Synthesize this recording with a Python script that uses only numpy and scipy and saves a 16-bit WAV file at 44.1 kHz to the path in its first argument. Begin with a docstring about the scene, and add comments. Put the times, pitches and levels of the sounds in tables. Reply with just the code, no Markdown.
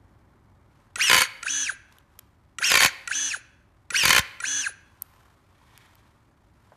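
"""A battery pruner slices three discs off a thick branch, close by, in a quiet room.
At each cut the gears clack, whir up and sag in pitch under load, while the wood fractures in a run of
cracks that excite the modes of the branch and jolt the tool. The motor then reverses and whines the
blade open. Handling adds ticks, rustling, a scrape of bark and a dull knock."""
import sys
import numpy as np
from scipy import signal
from scipy.fft import rfft, irfft
from scipy.io import wavfile
from scipy.ndimage import uniform_filter1d

SR = 44100
rng = np.random.default_rng(int(sys.argv[2]) if len(sys.argv) > 2 else 0)


def output_pcm(signal):
    """Save a mono or channel-first signal as 16-bit PCM at the path in sys.argv[1].

    Samples are clipped to [-1, 1] before scaling.
    """
    pcm = np.clip(np.atleast_2d(signal).T, -1, 1) * 32767
    wavfile.write(sys.argv[1], SR, np.round(pcm).astype(np.int16))


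N = 298116

# Closing strokes. Each row: start in seconds, clack level in dB, blade contact and motor stop in
# seconds, loaded shaft speed in Hz, strongest jolt in dB, factor on the pitch of the cracks.
CUTS = [(.957, -38.5, 1.052, 1.232, 208, -47.5, 1.0), (2.5849, -39.5, 2.661, 2.865, 214, -49.5, 1.04),
        (3.904, -39, 3.984, 4.183, 202, -41, 1.02)]
# Opening strokes. Each row: start in seconds, clack level in dB, whine gain in dB.
OPENINGS = [(1.4286, -41, 2), (3.075, -37.5, 1.5), (4.402, -41, 1.5)]
# Fractures of the wood. Each row: time in seconds, relative level in dB.
CRACKS = [(1.098, 0.5), (1.113, 1), (1.1302, 2.5), (1.144, 1), (1.1525, -3), (1.165, -3.5), (1.1774, -2),
          (1.184, -4.5), (1.208, -4.5), (1.218, -2), (2.7035, -10.5), (2.7173, -1), (2.7403, -1),
          (2.754, 1.5), (2.773, 0), (2.805, -1), (2.8162, -6), (2.824, -2), (2.832, -0.5), (2.847, .5),
          (2.859, -2), (4.035, -7), (4.054, -1), (4.0789, -3.5), (4.0942, -5.5), (4.105, 3.5), (4.129, 0),
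          (4.148, -2), (4.1634, 0.5), (4.181, 0.5), (4.192, -5)]
# Modes of the branch in the jaws. Each row: frequency in Hz, bandwidth in Hz, gain in dB.
BRANCH_MODES = [(530.7, 39, -8), (1035, 47, 0.5), (1420, 130, 1.5), (1716, 140, 4.5), (2100, 600, 1.5),
                (2250, 300, -0.5), (2980, 95, 2), (3420, 290, -11), (4320, 79, -19), (6050, 810, -17)]


def gain_of(db):
    """Decibels to amplitude."""
    return 10 ** (np.asarray(db) / 20)


def evened(x):
    """Scales to rms 1."""
    return x / np.sqrt(np.mean(x ** 2) + 1e-20)


def peaked(x, db):
    """Scales to a peak level."""
    return gain_of(db) * x / abs(x).max()


def read(points, hz):
    """Interpolation on a logarithmic frequency axis."""
    f, value = np.transpose(points)
    return np.interp(np.log(hz + 1), np.log(f + 1), value)


def add(mix, s, sound):
    """Superposition: a sound joins the mix at s seconds."""
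    part = mix[max(round(s * SR), 0):][:len(sound)]
    part += sound[:len(part)]


def colour(x, points, size=4096):
    """Minimum-phase filtering by a spectrum whose rows give frequency in Hz and gain in dB."""
    log_gain = np.log(gain_of(read(points, abs(np.fft.fftfreq(size, 1 / SR)))))
    taps = np.fft.ifft(np.exp(np.conj(signal.hilbert(log_gain)))).real
    return signal.oaconvolve(x, taps)[:len(x)]


def resonate(x, hz, width):
    """A damped resonator of unit gain whose frequency may glide."""
    turn = np.exp(2j * np.pi * np.cumsum(hz * np.ones(len(x))) / SR)
    pole = np.exp(-np.pi * width / SR)
    return 2 * (turn * signal.lfilter([1 - pole], [1, -pole], x / turn + 1e-18)).real


def ring(force, modes):
    """Modal superposition: a body responds with the sum of its resonances."""
    return sum(gain_of(db) * resonate(force, hz, width) for hz, width, db in modes)


def strike(force, modes, pitch=1):
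    """Modal response to an impact, with each mode's share of the energy prescribed."""
    partials = (gain_of(db) * evened(resonate(force, hz * pitch, width)) for hz, width, db in modes)
    return evened(sum(partials))


def narrow_noise(hz, width):
    """Noise through two resonators in series: a rough tone that follows hz."""
    noise = rng.standard_normal(len(hz))
    return evened(resonate(resonate(noise, hz, width), hz, width))


def wander(count, rate_hz):
    """Random fluctuation: low-pass noise of unit rms."""
    hz = np.fft.rfftfreq(count, 1 / SR)
    return evened(irfft(rfft(rng.standard_normal(count)) / (1 + (hz / rate_hz) ** 4), count))


def burst(decay_s, steep, size=4096):
    """Many tiny impacts merge into noise that starts at once and decays."""
    t = np.arange(size) / SR
    return rng.standard_normal(size) * np.exp(-(t / decay_s) ** steep)


def air(start_db=-56.5, end_db=-60, settle_s=.97):
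    """Ambient noise: a low room tone that settles a little."""
    # Each row: frequency in Hz, relative density in dB.
    spectrum = [(12, -49), (20, -10), (105, -3.5), (147, -12.5), (346, -17), (510, -28), (554, -19),
                (655, -25), (840, -23), (2340, -35), (2760, -56), (3170, -44), (4800, -52.5), (13400, -56),
                (15000, -56.5)]
    early = np.exp(-(np.arange(N) / SR / settle_s) ** 2)
    level_db = end_db + (start_db - end_db) * early
    return gain_of(level_db) * evened(colour(rng.standard_normal(N), spectrum))


def rustle(resting_db=-72):
    """Friction of hands on tool and bark: the moves are incoherent, so their powers add."""
    # Each row: midpoint in seconds, half length in seconds, level in dB.
    rubs = [(0.818, 0.086, -67), (1.948, 0.048, -62), (2.2, 0.086, -67.5), (5.15, 0.21, -62),
            (5.826, 0.24, -61.5), (6.72, 0.15, -66.5)]
    # Each row: frequency in Hz, relative density in dB.
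    spectrum = [(200, -2), (600, 0.5), (1000, 11.5), (2000, 0.5), (3200, -3.5), (5000, -7.5), (9000, -11.5),
                (14000, -16)]
    t = np.arange(N) / SR
    grain = gain_of(2.2 * wander(N, 90)) * rng.standard_normal(N)
    rub_power = sum(gain_of(db) ** 2 * np.exp(-((t - s) / length) ** 2) for s, length, db in rubs)
    return np.sqrt(gain_of(resting_db) ** 2 + rub_power) * evened(colour(grain, spectrum))


def clacks():
    """Backlash: at each start the gears take up their slack in two impacts that ring the gearbox."""
    # Each row: frequency in Hz, bandwidth in Hz, relative level in dB.
    gearbox_modes = [(1400, 50, -3.5), (1920, 19, -5.5), (2390, 150, -5.5), (3890, 290, -17.5),
                     (5850, 200, -13.5), (6300, 710, -13.5), (7850, 150, -8)]
    passband = [(300, -14.5), (900, -10), (1350, .5), (2600, 0), (8500, 0), (11000, -11.5)]
    out = np.zeros(N)
    for s, db, *_ in CUTS + OPENINGS:
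        force = .7 * burst(.003, 3)
        add(force, .003, burst(.0013, 2))
        clack = colour(strike(force, gearbox_modes), passband)
        add(out, s, gain_of(db) * evened(clack))
    return out


def throttle(t, brake_at_s, brake_s, run_up_s=.082):
    """Share of full shaft speed: raised-cosine ramps for acceleration and braking."""
    rise, fall = np.sin(np.pi / 2 * np.clip([t / run_up_s, (t - brake_at_s) / brake_s], 0, 1)) ** 2
    return rise * (1 - fall)


def effort(speed, idle_db, knee_hz, steep):
    """Drive noise grows with shaft speed: a gain in dB that nears zero past the knee."""
    return idle_db * np.exp(-(speed / knee_hz) ** steep)


def squeal(speed, db, sag):
    """Switching noise: the chopped current squeals at low speed, lower as the shaft turns faster."""
    tone = narrow_noise(10150 - sag * speed, width=300)
    return gain_of(db) * tone * np.exp(-(speed / 210) ** 4) * (1 - np.exp(-speed / 60))


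def tones(speed, orders, jitter, flutter):
    """Tones at multiples of the shaft speed; uneven teeth modulate their frequency and amplitude."""
    # Radiation from the housing. Each row: frequency in Hz, gain in dB.
    housing = [(250, -13), (600, -9), (1100, -15), (1520, 6), (1900, -1), (2500, 0), (3400, -7), (4400, 5),
               (6000, 1), (14000, 0)]
    count = len(speed)
    turns = np.cumsum(speed * (1 + jitter * wander(count, 110))) / SR
    lines = np.zeros(count)
    for order, db in orders:
        amplitude = gain_of(db) * (1 + flutter * wander(count, 230))
        lines += amplitude * np.sin(2 * np.pi * (order * turns + rng.random()))
    return colour(np.sqrt(2) * lines, housing)


def rattle(speed, spectrum, depth_db):
    """Amplitude-modulated noise: gear teeth chatter in clumps that come round with the shaft."""
    turns = np.cumsum(speed) / SR
    clumps = gain_of(depth_db * (np.cos(2 * np.pi * turns) + wander(len(speed), 260)))
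    return shell(colour(clumps * rng.standard_normal(len(speed)), spectrum))


def shell(x):
    """Interference with the brief ringing of the plastic shell makes the spectrum uneven."""
    echo = burst(.0057, .97, size=1024)
    return evened(x + .71 * signal.oaconvolve(x, echo / np.linalg.norm(echo))[:len(x)])


def closing(unloaded_hz=276, sag_s=.054, coast_s=.07, coast_db_per_s=329, drive_db=3):
    """Load torque slows the growling gears; each crack briefly unloads them and lets them speed up."""
    # Gear tones. Each row: multiple of the shaft speed, relative level in dB.
    mesh_orders = [(1, -47), (6, -52), (7, -39.5), (10.5, -25), (12, -28.5), (21, -31), (31.5, -38.5),
                   (42, -46), (52.5, -50)]
    # Each row: frequency in Hz, relative density in dB.
    rattle_spectrum = [(100, -24), (400, -22), (800, -21.5), (1400, -2), (2000, -2), (2800, -3),
                       (3700, -6.5), (4550, -6.5), (5000, -12), (6700, -1), (8200, -14), (10000, -11),
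                       (11500, -17.5), (14000, -22)]
    out = np.zeros(N)
    for start, _, contact, stop, loaded_hz, *_ in CUTS:
        t = np.arange(start, stop + coast_s, 1 / SR)
        slip, bite = slipping(t), biting(t)
        free = np.exp(-(np.maximum(t - contact, 0) / sag_s) ** 1.3)
        speed = loaded_hz + (unloaded_hz - loaded_hz) * free
        speed *= throttle(t - start, stop - start, coast_s)
        speed *= 1 + .04 * (slip - uniform_filter1d(slip, size=2000))
        load_db = drive_db + effort(speed, idle_db=-21.5, knee_hz=144, steep=1.45) - .21 * slip
        load_db -= coast_db_per_s * np.maximum(t - stop, 0)
        mesh = tones(speed, mesh_orders, jitter=.013, flutter=.5)
        # The mesh tone fades as the wood damps the jaws and the motor coasts out.
        coasting = np.exp(-(t[-1] - t) / .044)
        mesh *= gain_of(-4.5 * bite - 5.7 * coasting)
        teeth = gain_of(-25 - 4.7 * free) * rattle(speed, rattle_spectrum, depth_db=3)
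        cutting = gain_of(load_db) * (mesh + teeth + crunch(bite))
        run_up = np.exp(-(t - start) / .09)
        add(out, start, cutting + run_up * squeal(speed, db=-36.5, sag=5))
    return out


def slipping(t, rise_s=.005):
    """Stress release: a pulse after each crack, rising as the blade slips and falling as it grips."""
    age = np.maximum(t[:, None] - np.array(CRACKS)[:, 0], 0) / rise_s
    return (age * np.exp(1 - age)).sum(1)


def biting(t, lag_s=.01, width_s=.011):
    """Compression of the wood by the blade, from 0 to 1, greatest just after each crack."""
    nearest = abs(t[:, None] - np.array(CRACKS)[:, 0] - lag_s).min(1)
    return np.exp(-(nearest / width_s) ** 2)


def crunch(bite, fibres_per_s=1500):
    """Shot noise: crushed fibres excite the modes of the branch with random impulses."""
    fibres = rng.standard_normal(len(bite)) * (rng.random(len(bite)) < fibres_per_s / SR)
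    return gain_of(-28) * bite * evened(ring(fibres, BRANCH_MODES))


def cracks(snap_db=-7.5, scatter_db=2, splinters_per_s=350):
    """Brittle fracture: a fibre snaps and the split runs on, ringing the branch and jolting the tool."""
    # Each row: frequency in Hz, relative density in dB.
    snap_spectrum = [(300, -20), (750, -19.5), (1500, -5.5), (3200, -1.5), (5000, -10.5), (7000, -2),
                     (10000, 2.5), (13000, -3.5), (15000, 0)]
    # The tool lurches as a disc breaks free. Each row: time in seconds, level in dB.
    lurches = [(2.848, -40), (4.183, -49.5), (4.191, -36.5)]
    jolt_lag_s, jolt_width_s, jolt_range_db = .078, .04, 11.5
    out = np.zeros(N)
    t = np.arange(4096) / SR
    for s, db in CRACKS:
        _, _, contact, *_, jolt_db, pitch = min(CUTS, key=lambda cut: abs(cut[0] - s))
        split = burst(.0052, 2.1) * (1 - .37 * np.exp(-t / .0017))
        add(out, s, gain_of(db - 25) * strike(split, BRANCH_MODES, pitch))
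        severity = np.exp(-((s - contact - jolt_lag_s) / jolt_width_s) ** 2)
        add(out, s, thump(jolt_db - jolt_range_db * (1 - severity)))
        snap = colour(burst(.00048, 1), snap_spectrum)
        add(out, s, peaked(snap, snap_db + scatter_db * rng.standard_normal()))
        splinters = (rng.random(len(t)) < splinters_per_s / SR) * rng.standard_normal(len(t))
        add(out, s, gain_of(db - 14.5) * colour(splinters * np.exp(-t / .012), snap_spectrum))
    for s, db in lurches:
        add(out, s, thump(db))
    return out


def thump(db):
    """Recoil: the tool jolts in the hand with a low-frequency pulse."""
    # Each row: frequency in Hz, relative density in dB.
    spectrum = [(25, -20.5), (60, 0), (170, -0.5), (350, -11), (750, -32.5), (2000, -51)]
    return gain_of(db) * evened(colour(burst(.0051, 1.8), spectrum))


def opening(free_hz=280.3, brake_at_s=.199, brake_s=.132):
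    """Pitch follows shaft speed: the unloaded motor runs up, holds a clean whine and brakes."""
    # Each row: multiple of the shaft speed, relative level in dB.
    whine_orders = [(1, -43), (6, -52), (10.5, -41), (12, -33.5), (21.7, -33.5), (22.467, -40), (28, -66.5)]
    # Each row: frequency in Hz, relative density in dB.
    rattle_spectrum = [(100, -48), (400, -19), (1100, -11.5), (1400, -3.5), (1660, 10), (2050, -7),
                       (2700, 0.5), (3600, -4.5), (4200, 3), (5000, -10), (6700, 7), (7700, -5.5),
                       (9900, -3.5), (10800, -18.5), (14000, -27)]
    out = np.zeros(N)
    t = np.arange(0, brake_at_s + brake_s, 1 / SR)
    speed = free_hz * throttle(t, brake_at_s, brake_s)
    load = gain_of(effort(speed, idle_db=-23.5, knee_hz=52.6, steep=1.2))
    full_speed = (speed / free_hz) ** 10
    braking = t > brake_at_s
    for s, _, whine_db in OPENINGS:
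        whine = full_speed * tones(speed, whine_orders, jitter=.0005, flutter=.15)
        magnetic = stator(speed, current=1 - full_speed)
        teeth = gain_of(-35.5 + 2.2 * full_speed) * rattle(speed, rattle_spectrum, depth_db=1)
        switching = np.where(braking, squeal(speed, db=-40, sag=4.4), squeal(speed, db=-38.5, sag=5.8))
        motor = gain_of(whine_db) * (whine + bearings(speed)) + magnetic + teeth
        add(out, s, load * motor + switching)
    return out


def stator(speed, current):
    """Magnetic forces under torque give tones that flare as they sweep through the can's resonances."""
    # Each row: multiple of the shaft speed, relative level in dB.
    orders = [(12, -35.5), (24, -49.5)]
    # Each row: frequency in Hz, bandwidth in Hz, gain in dB.
    can_modes = [(1597, 220, 7), (2611, 220, 6.5)]
    force = current * tones(speed, orders, jitter=.0036, flutter=.33)
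    return force + ring(force, can_modes)


def bearings(speed):
    """Narrow-band noise from the bearings: a fuzzy whistle that swells only near full speed."""
    return gain_of(-32) * (speed / speed.max()) ** 9 * narrow_noise(22.43 * speed, width=680)


def ticks():
    """Brief contacts of blade and bark give broadband clicks, each with a sharp edge and a body."""
    # Each row: time in seconds, edge level in dB, body level in dB.
    contacts = [(1.925, -73, -70), (1.985, -66, -67), (2.1903, -54, -62), (2.193, -54.5, -63),
                (5.0211, -39, -67.5), (5.0239, -54.5, -76), (5.777, -60, -63.5), (5.954, -70, -74)]
    # Each row of both spectra: frequency in Hz, relative density in dB.
    edge = [(500, -18.5), (3500, -26.5), (6500, -16), (9500, -10), (11000, -7), (13000, -3.5),
            (15000, -7.5)]
    body = [(200, -8.5), (1000, -6.5), (2400, -4), (3200, 1.5), (4200, -6.5), (6400, 0), (9000, -10.5),
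            (14000, -16.5)]
    out = np.zeros(N)
    for s, edge_db, body_db in contacts:
        add(out, s, gain_of(edge_db) * evened(colour(burst(.0012, 1.7), edge)))
        add(out, s, gain_of(body_db) * evened(colour(burst(.00064, .71), body)))
    return out


def scrape(peak_s=5.81, peak_db=-57.5, fade_db_per_s=68.5):
    """Stick-slip friction: rough bark catches on the blade in many tiny slips."""
    # Each row: frequency in Hz, bandwidth in Hz, gain in dB.
    modes = [(1880, 89, 5), (2270, 254, 1), (3200, 500, -4)]
    slips = gain_of(2.8 * wander(N, 35)) * rng.standard_normal(N)
    level_db = peak_db - fade_db_per_s * abs(np.arange(N) / SR - peak_s)
    return gain_of(level_db) * evened(ring(slips, modes))


def knock(at_s=6.719, peak_db=-41):
    """A damped impact: the branch knocks dully on a loose piece."""
    # Each row: frequency in Hz, relative density in dB.
    spectrum = [(100, -15), (550, 3.5), (900, 3), (1500, -5), (3000, -25), (10000, -45.5)]
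    out = np.zeros(N)
    add(out, at_s, peaked(colour(burst(.0053, .54), spectrum), peak_db))
    return out


def room(x, build_s=.0065):
    """Diffuse reverberation: each frequency band decays exponentially at its own rate."""
    # Each row: frequency in Hz, time to fall 60 dB in seconds.
    decay_times = [(100, 0.12), (500, 1), (1700, .65), (4000, 0.67), (7000, 0.52), (14000, 0.95)]
    # Each row: frequency in Hz, gain in dB.
    response = [(100, -6), (1000, -0.5), (2200, 6), (3300, 0), (4500, 2.5), (5100, -2), (6500, -4),
                (14000, -13)]
    hz, t, bands = signal.stft(rng.standard_normal(SR), SR, nperseg=256)
    decay = gain_of(-60 * t / read(decay_times, hz)[:, None])
    tail = signal.istft(bands * decay, SR, nperseg=256)[1]
    tail *= 1 - np.exp(-np.arange(len(tail)) / SR / build_s)
    return signal.fftconvolve(colour(x, response), tail / np.linalg.norm(tail))[:N]


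def scene():
    """Close to tool and wood, the direct sound dominates the reverberant field."""
    near = closing() + opening() + clacks() + cracks() + rustle() + ticks() + knock() + scrape()
    return (near + gain_of(-19) * room(near) + air())[None]


def record(dry):
    """The microphone drops the deepest bass, saturates softly on peaks and limits the bandwidth."""
    bass_hz, ceiling_db, edge_hz = 38, -3.5, 14250
    thinned = signal.sosfilt(signal.butter(3, bass_hz, "highpass", fs=SR, output="sos"), dry)
    rounded = thinned / (1 + (thinned / gain_of(ceiling_db)) ** 4) ** (1 / 4)
    lowpass = signal.firwin(255, edge_hz, window=("kaiser", 8), fs=SR)
    return signal.oaconvolve(rounded, lowpass[None], "same")


dry = scene()
out = record(dry)
output_pcm(out)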